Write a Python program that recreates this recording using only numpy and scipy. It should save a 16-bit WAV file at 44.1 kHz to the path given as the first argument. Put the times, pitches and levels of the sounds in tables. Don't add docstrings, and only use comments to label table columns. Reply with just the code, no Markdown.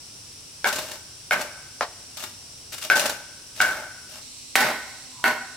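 import sys
import numpy as np
from scipy import signal
from scipy.fft import rfft, irfft, next_fast_len
from scipy.io import wavfile

SR = 44100
rng = np.random.default_rng(int(sys.argv[2]) if len(sys.argv) > 2 else 0)


def persist_wave(psi):
    counts = np.round(np.clip(psi, -1, 1) * 32767).astype(np.int16)
    wavfile.write(sys.argv[1], SR, np.atleast_2d(counts).T)


N = 245195
TIME = np.arange(N) / SR

# start_s, hollow_ring_db, ring_hz, wall_knock_db, club_thud_db, edge_crack_db, echo_fade_s, late_echo_db
BLOWS = [(0.6436, -8, 1542, -11, -19.5, -17.5, 0.23, -16.5),
         (1.3096, -6.5, 1529, -9, -18.5, -16, 0.19, -12), (1.8090, -56, 1310, -22, -14.5, -28, 0.12, -19.5),
         (2.9, -2, 1528, -6, -20.5, -11, 0.22, -13), (3.6032, -3, 1529, -8.5, -46, -15.5, 0.27, -7.5),
         (4.5550, -10.5, 1510, -9, -19, -9, 0.63, -3), (5.2407, -8.5, 1490, -8.5, -26, -16.5, 0.35, -10)]
# pitch_hz, level_db, fade_s
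FIRST_WALL = [(359, -29, 0.016), (605, -28, 0.099), (738, -17.5, 0.058), (951, -30, 0.11),
              (1410, -4, 0.0095), (1900, -39, 0.015), (2214, -6.5, 0.023), (3080, -32, .016),
              (3390, -8.5, 0.0064), (5530, -20.5, 0.015)]
# pitch_hz, level_db, fade_s
SECOND_WALL = [(239, -22, 0.081), (424, -24.5, 0.083), (598, -18, 0.035), (780.6, -14, 0.1),
               (960, -10.5, 0.032), (1090, -21, 0.087), (1864, -12, 0.038), (2172, -9, 0.037),
               (2700, -14, 0.027), (3175, -16, 0.016), (4350, -11, 0.012)]
# pitch_hz, level_db
THUD = [(40, -47), (120, -19), (300, -16), (450, -0.5), (650, 6), (1000, -1), (1400, 2.5), (2000, -6.5),
        (3000, -15), (5000, -15), (16000, -39)]
# pitch_hz, level_db
CRACK = [(40, -45), (200, -18), (700, -10.5), (2000, 9), (4500, -6), (8000, -11), (12000, -9), (16000, -20)]
# start_s, length_s, first_crackle_db, last_crackle_db, first_body_db, last_body_db
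RUNS = [(0.66, 0.036, -28, -25, -22, -27.5), (0.72, 0.24, -37, -43, -36.5, -42),
        (1.323, 0.1, -53, -32.5, -25, -30.5), (2.162, 0.073, -42.5, -35.5, -46, -39),
        (2.719, 0.031, -30.5, -36.5, -39, -43.5), (2.811, 0.045, -33, -30, -56, -35.5),
        (2.952, 0.17, -22.5, -46, -20.5, -34), (3.548, 0.06, -50, -33, -59, -36),
        (3.627, 0.22, -33, -49, -25, -42), (4.088, 0.1, -47.5, -44, -51, -45.5),
        (4.603, 0.11, -32, -38, -16.5, -24.5), (5.27, 0.043, -23, -50, -22, -26.5)]
# start_s, crackle_db, body_db
JERKS = [(0.726, -25.5, -24), (0.757, -26, -27), (0.784, -26.5, -22), (0.914, -34, -35),
         (1.328, -27.5, -18), (1.413, -30, -31), (2.17, -31.5, -43), (2.236, -27.5, -31.5),
         (2.779, -32.5, -55), (2.958, -21.5, -24), (2.994, -18, -31), (3.056, -20.5, -21),
         (3.094, -24, -23.5), (3.612, -18.5, -26), (4.556, -17.5, -49), (4.604, -21, -23)]
# pitch_hz, level_db
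FIBRES = [(300, -25.5), (1200, 1.5), (2600, 1), (4000, 2), (6000, 1.5), (8500, -1), (11000, -5.5),
          (14000, -5.5), (16000, -17.5)]
# pitch_hz, level_db, fade_s
STRIPS = [(1400, -9, 0.056), (2120, -8, 0.047), (2603, 3, 0.061), (2760, 3, 0.09), (3534, 3.5, 0.022),
          (3660, 6, 0.058), (4430, -27, 0.015), (5210, -12, 0.055)]
# pitch_hz, level_db
POLE = [(30, -40.5), (70, -22), (150, -12), (280, -4.5), (440, -10), (620, 3), (720, -5), (820, 3),
        (1050, -1.5), (1380, -3), (1800, -3), (2300, -6), (3200, -13.5), (6000, -18), (16000, -46)]
# pitch_hz, level_db, fade_s
FLEX = [(596, 0.5, 0.052), (632.6, -3.5, 0.054), (830, -31, 0.027)]
# pitch_hz, level_db
INSECTS_FIRST = [(1500, -21.5), (2200, -13.5), (2800, -8.5), (3400, -10.5), (4400, -7), (5100, -3.5),
                 (5650, 2), (6550, -11.5), (7500, -4.5), (8600, -8.5), (9600, -9), (10600, -18),
                 (12500, -22), (16000, -23.5)]
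INSECTS_SECOND = [(1500, -29.5), (2100, -11), (2800, -5.5), (3300, -8.5), (4100, -1), (5000, -3), (5700, 3),
                  (6550, -7), (7600, 0), (9000, -5.5), (10200, -9), (11500, -15.5), (13000, -23),
                  (16000, -21)]
# pitch_hz, width_hz, level_db
WHISTLES = [(9200, 250, -58), (9990, 110, -60)]
# pitch_hz, level_db
AIR = [(20, -9.5), (45, -7.5), (80, 2), (125, 1.5), (190, -7), (270, -4.5), (450, -9), (800, -11),
       (1500, -13.5), (2500, -25), (6000, -57), (16000, -56)]
# pitch_hz, correlation
FAR_LIKENESS = [(60, 0.98), (130, 0.97), (290, 0.67), (640, 0.13), (1400, 0.14), (3000, 0.31), (7000, 0),
                (15000, 0.26)]
YARD_LIKENESS = [(100, 1), (500, 0.98), (1000, 0.89), (1600, 0.75), (3000, 0.44), (6000, 0.29),
                 (12000, 0.4)]

MOVE_S = 4.215
HOLLOW_FADE_S = 0.019
FIRST_ECHO_DB, FIRST_SIDE_DB = 3.5, 1.4
SECOND_ECHO_DB, SECOND_SIDE_DB = 5.5, -1.2
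RUN_ATTACK_S, CRACKLE_RELEASE_S, BODY_RELEASE_S = 0.0064, 0.004, 0.016
JERK_S = 0.011
SLIPS_PER_S, SLIP_DB, SLIP_JITTER = 60, 7, 0.4
RUB_START_S, RUB_END_S, RUB_RELEASE_S = 4.7, 5.238, 0.004
RUB_END_DB, RUB_SWELL_DB_PER_S = -44, 142
RUB_END_HZ, RUB_SAG_HZ_PER_S = 965, 750
CUTOFF_HZ = 15950


def amp(db):
    return 10 ** (np.asarray(db) / 20)


def rms_one(x):
    return x / np.sqrt(np.mean(x ** 2) + 1e-20)


def at_hz(points, hz):
    table = np.array(points)
    return np.interp(np.log(hz + 1), np.log(table[:, 0]), table[:, 1])


def dying(t, fade_s):
    return np.exp(-np.log(1000) * t / max(fade_s, 1e-3))


def colour(x, spectrum):
    size = 2 * next_fast_len(x.shape[-1])
    gain = amp(at_hz(spectrum, np.fft.rfftfreq(size, 1 / SR)))
    cepstrum = irfft(np.log(gain))
    cepstrum[1:size // 2] *= 2
    cepstrum[size // 2 + 1:] = 0
    response = np.exp(rfft(cepstrum))
    return irfft(rfft(x, size) * response)[..., :x.shape[-1]]


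def spread(pair, likeness):
    length = pair.shape[-1]
    size = 2 * next_fast_len(length // 2 + 1)
    mid, side = rfft(pair, size)
    alike = np.clip(at_hz(likeness, np.fft.rfftfreq(size, 1 / SR)), -1, 1)
    left_right = np.sqrt(1 + alike) * mid + np.sqrt(1 - alike) * side * [[1], [-1]]
    return irfft(left_right)[:, :length]


def drift(rate):
    knots = rng.standard_normal(N // 20)
    return np.interp(TIME * rate, np.arange(len(knots)), knots)


def pan(db):
    return amp([[db / 2], [-db / 2]])


def add(out, s, sound):
    at = round(s * SR)
    out[:, at:at + sound.shape[-1]] += sound[:, :N - at]


def ringing(modes, t, scatter_db):
    total = 0
    for k, (hz, db, fade_s) in enumerate(modes):
        strength = amp(db + scatter_db * rng.standard_normal())
        tone = np.sin(2 * np.pi * hz * t) * dying(t, fade_s)
        total = total + (-1) ** k * strength * tone
    return total


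def yard(fade_s, late_db, build_s=0.0054, hold_s=0.017, late_fade_s=0.97, damp_hz=4200, lumpy_db=3.0):
    t = TIME[:SR]
    sizes = rng.standard_normal((2, SR)) * amp(lumpy_db * rng.standard_normal(SR))
    near_shape = (1 - np.exp(-t / build_s)) * dying(np.maximum(t - hold_s, 0), fade_s)
    near = spread(sizes, YARD_LIKENESS) * near_shape
    far_shape = (1 - np.exp(-t / hold_s)) * dying(t, late_fade_s)
    far = spread(rng.standard_normal((2, SR)), YARD_LIKENESS) * far_shape
    dull_far = signal.lfilter(*signal.butter(2, damp_hz, fs=SR), far)
    return rms_one(near + amp(late_db) * dull_far) / np.sqrt(SR)


def far_noise(spectrum, waver_db, waver_rate):
    noise = colour(spread(rng.standard_normal((2, N)), FAR_LIKENESS), spectrum)
    return rms_one(noise) * amp(waver_db * drift(waver_rate))


def narrow_tone(hz, width_hz):
    slow = signal.butter(2, width_hz / 2, fs=SR, output="sos")
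    noise = rng.standard_normal((2, N)) + 1j * rng.standard_normal((2, N))
    wander = signal.sosfilt(slow, noise)
    return rms_one(np.real(wander * np.exp(2j * np.pi * hz * TIME)))


def outdoors(first_db=-44.0, second_db=-42.5, first_air_db=-53.5, second_air_db=-55.5,
             drone_db=-61.0, drone_hz=255):
    air = far_noise(AIR, waver_db=-0.15, waver_rate=4.9)
    first = amp(first_db) * far_noise(INSECTS_FIRST, waver_db=0.0, waver_rate=14) * pan(db=0.5)
    first += sum(amp(db) * narrow_tone(hz, width) for hz, width, db in WHISTLES)
    second = amp(second_db) * far_noise(INSECTS_SECOND, waver_db=0.6, waver_rate=4.1) * pan(db=-1.2)
    second += amp(drone_db) * narrow_tone(drone_hz, width_hz=15)
    return np.where(TIME < MOVE_S, first + amp(first_air_db) * air, second + amp(second_air_db) * air)


def blow(wall_modes, ring_db, ring_hz, knock_db, thud_db, crack_db, crack_fade_s=0.014,
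         thud_fade_s=0.028, linger_db=-20.5, linger_fade_s=0.37, bite_db=15.0):
    t = TIME[:SR // 8]
    ring_fade = dying(t, HOLLOW_FADE_S) + amp(linger_db) * dying(t, linger_fade_s)
    hollow = np.sin(2 * np.pi * ring_hz * t) * ring_fade
    wall = ringing(wall_modes, t, scatter_db=1.0)
    thud = rms_one(colour(rng.standard_normal(len(t)), THUD)) * dying(t, thud_fade_s)
    bite = rng.standard_normal(len(t)) - amp(bite_db) * (t == 0)
    crack = rms_one(colour(bite, CRACK)) * dying(t, crack_fade_s)
    return amp(knock_db) * wall + amp(thud_db) * thud + amp(crack_db) * crack - amp(ring_db) * hollow


def chops(count=4):
    first, second = np.zeros((2, 2, N))
    for s, ring_db, ring_hz, knock_db, thud_db, crack_db, fade_s, late_db in BLOWS:
        if s < MOVE_S:
            out, wall_modes, echo_db, side_db = first, FIRST_WALL, FIRST_ECHO_DB, FIRST_SIDE_DB
        else:
            out, wall_modes, echo_db, side_db = second, SECOND_WALL, SECOND_ECHO_DB, SECOND_SIDE_DB
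        direct, *sideways = [blow(wall_modes, ring_db, ring_hz, knock_db, thud_db, crack_db)
                             for _ in range(count)]
        echoes = sum(signal.fftconvolve(ray[None], yard(fade_s, late_db), axes=1) for ray in sideways)
        ray_energy = np.sum(np.square(sideways)) / len(sideways)
        echoes *= amp(echo_db) * np.sqrt(2 * ray_energy / np.sum(echoes ** 2))
        add(out, s, direct * pan(side_db / 2))
        add(out, s, echoes * pan(side_db))
    first[1] = np.roll(first[1], 2)
    return np.where(TIME < MOVE_S, first, second)


def slipping():
    gaps = np.exp(SLIP_JITTER * rng.standard_normal(N // 100)) / SLIPS_PER_S
    stuck = np.interp(TIME, np.cumsum(gaps), np.arange(len(gaps))) % 1
    return rms_one(amp(-SLIP_DB * stuck))


def tearing():
    bright, shake = np.zeros((2, N))
    for s, length, first_db, last_db, first_body_db, last_body_db in RUNS:
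        span, after = [s, s + length], np.maximum(TIME - s - length, 0)
        attack = np.clip((TIME - s) / RUN_ATTACK_S, 0, 1)
        crackle_level = amp(np.interp(TIME, span, [first_db, last_db]))
        body_level = amp(np.interp(TIME, span, [first_body_db, last_body_db]))
        bright += attack * crackle_level * np.exp(-after / CRACKLE_RELEASE_S)
        shake += attack * body_level * np.exp(-after / BODY_RELEASE_S)
    slips = slipping()
    bright, shake = bright * slips, shake * slips
    for s, crackle_db, body_db in JERKS:
        age = np.clip((TIME - s) / JERK_S, 0, 10)
        burst = np.sqrt(2 * np.e * age) * np.exp(-age * (1 + age / 2))
        bright = np.hypot(bright, amp(crackle_db) * burst)
        shake = np.hypot(shake, amp(body_db) * burst)
    return bright, shake


def splitting(snaps_per_s=2200, size_db=5.0, crackle_db=-0.5, strips_db=-11.0, body_db=-4.5,
              flex_db=-9.5, echo_db=-5.0, first_side_db=7.5, crackle_side=0.44):
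    bright, shake = tearing()
    sizes = amp(size_db * np.minimum(rng.exponential(1, (2, N)), 2)) * rng.choice([-1, 1], (2, N))
    happens = rng.random((2, N)) < snaps_per_s / SR
    snaps = spread(sizes * happens, YARD_LIKENESS)
    side = np.where(TIME < MOVE_S, pan(first_side_db), 1)
    t = TIME[:SR // 8]
    strips = signal.fftconvolve(snaps, ringing(STRIPS, t, scatter_db=2.0)[None], axes=1)[:, :N]
    strips = amp(strips_db) * rms_one(strips) * side
    crackle = amp(crackle_db) * rms_one(colour(snaps, FIBRES)) * side ** crackle_side
    flex = signal.fftconvolve(snaps, ringing(FLEX, t, scatter_db=2.5)[None], axes=1)[:, :N]
    flex = amp(flex_db) * rms_one(flex) * (TIME < MOVE_S)
    body = amp(body_db) * rms_one(colour(snaps, POLE)) + flex
    dry = bright * (strips + crackle) + shake * body
    echo_pattern = yard(fade_s=0.32, late_db=-12.5, hold_s=0.0081)
    echoes = signal.fftconvolve(dry, echo_pattern, axes=1)[:, :N]
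    return dry + amp(echo_db) * echoes


def rubbing(rough=0.776):
    ahead, after = np.maximum(RUB_END_S - TIME, 0), np.maximum(TIME - RUB_END_S, 0)
    swell = (TIME > RUB_START_S) * amp(RUB_END_DB - RUB_SWELL_DB_PER_S * ahead)
    level = swell * np.exp(-after / RUB_RELEASE_S)
    hz = RUB_END_HZ + RUB_SAG_HZ_PER_S * ahead
    phase = 2 * np.pi * np.cumsum(hz) / SR + rough * drift(400)
    return level * rms_one((1 + rough * drift(120)) * np.sin(phase))


def scene():
    return outdoors() + chops() + splitting() + rubbing()


def record(dry):
    steep = signal.ellip(12, 0.1, 80, CUTOFF_HZ, fs=SR, output="sos")
    top = 0.8
    rounded = top * np.tanh(dry / top)
    return signal.sosfilt(steep, rounded)


dry = scene()
out = record(dry)
persist_wave(out)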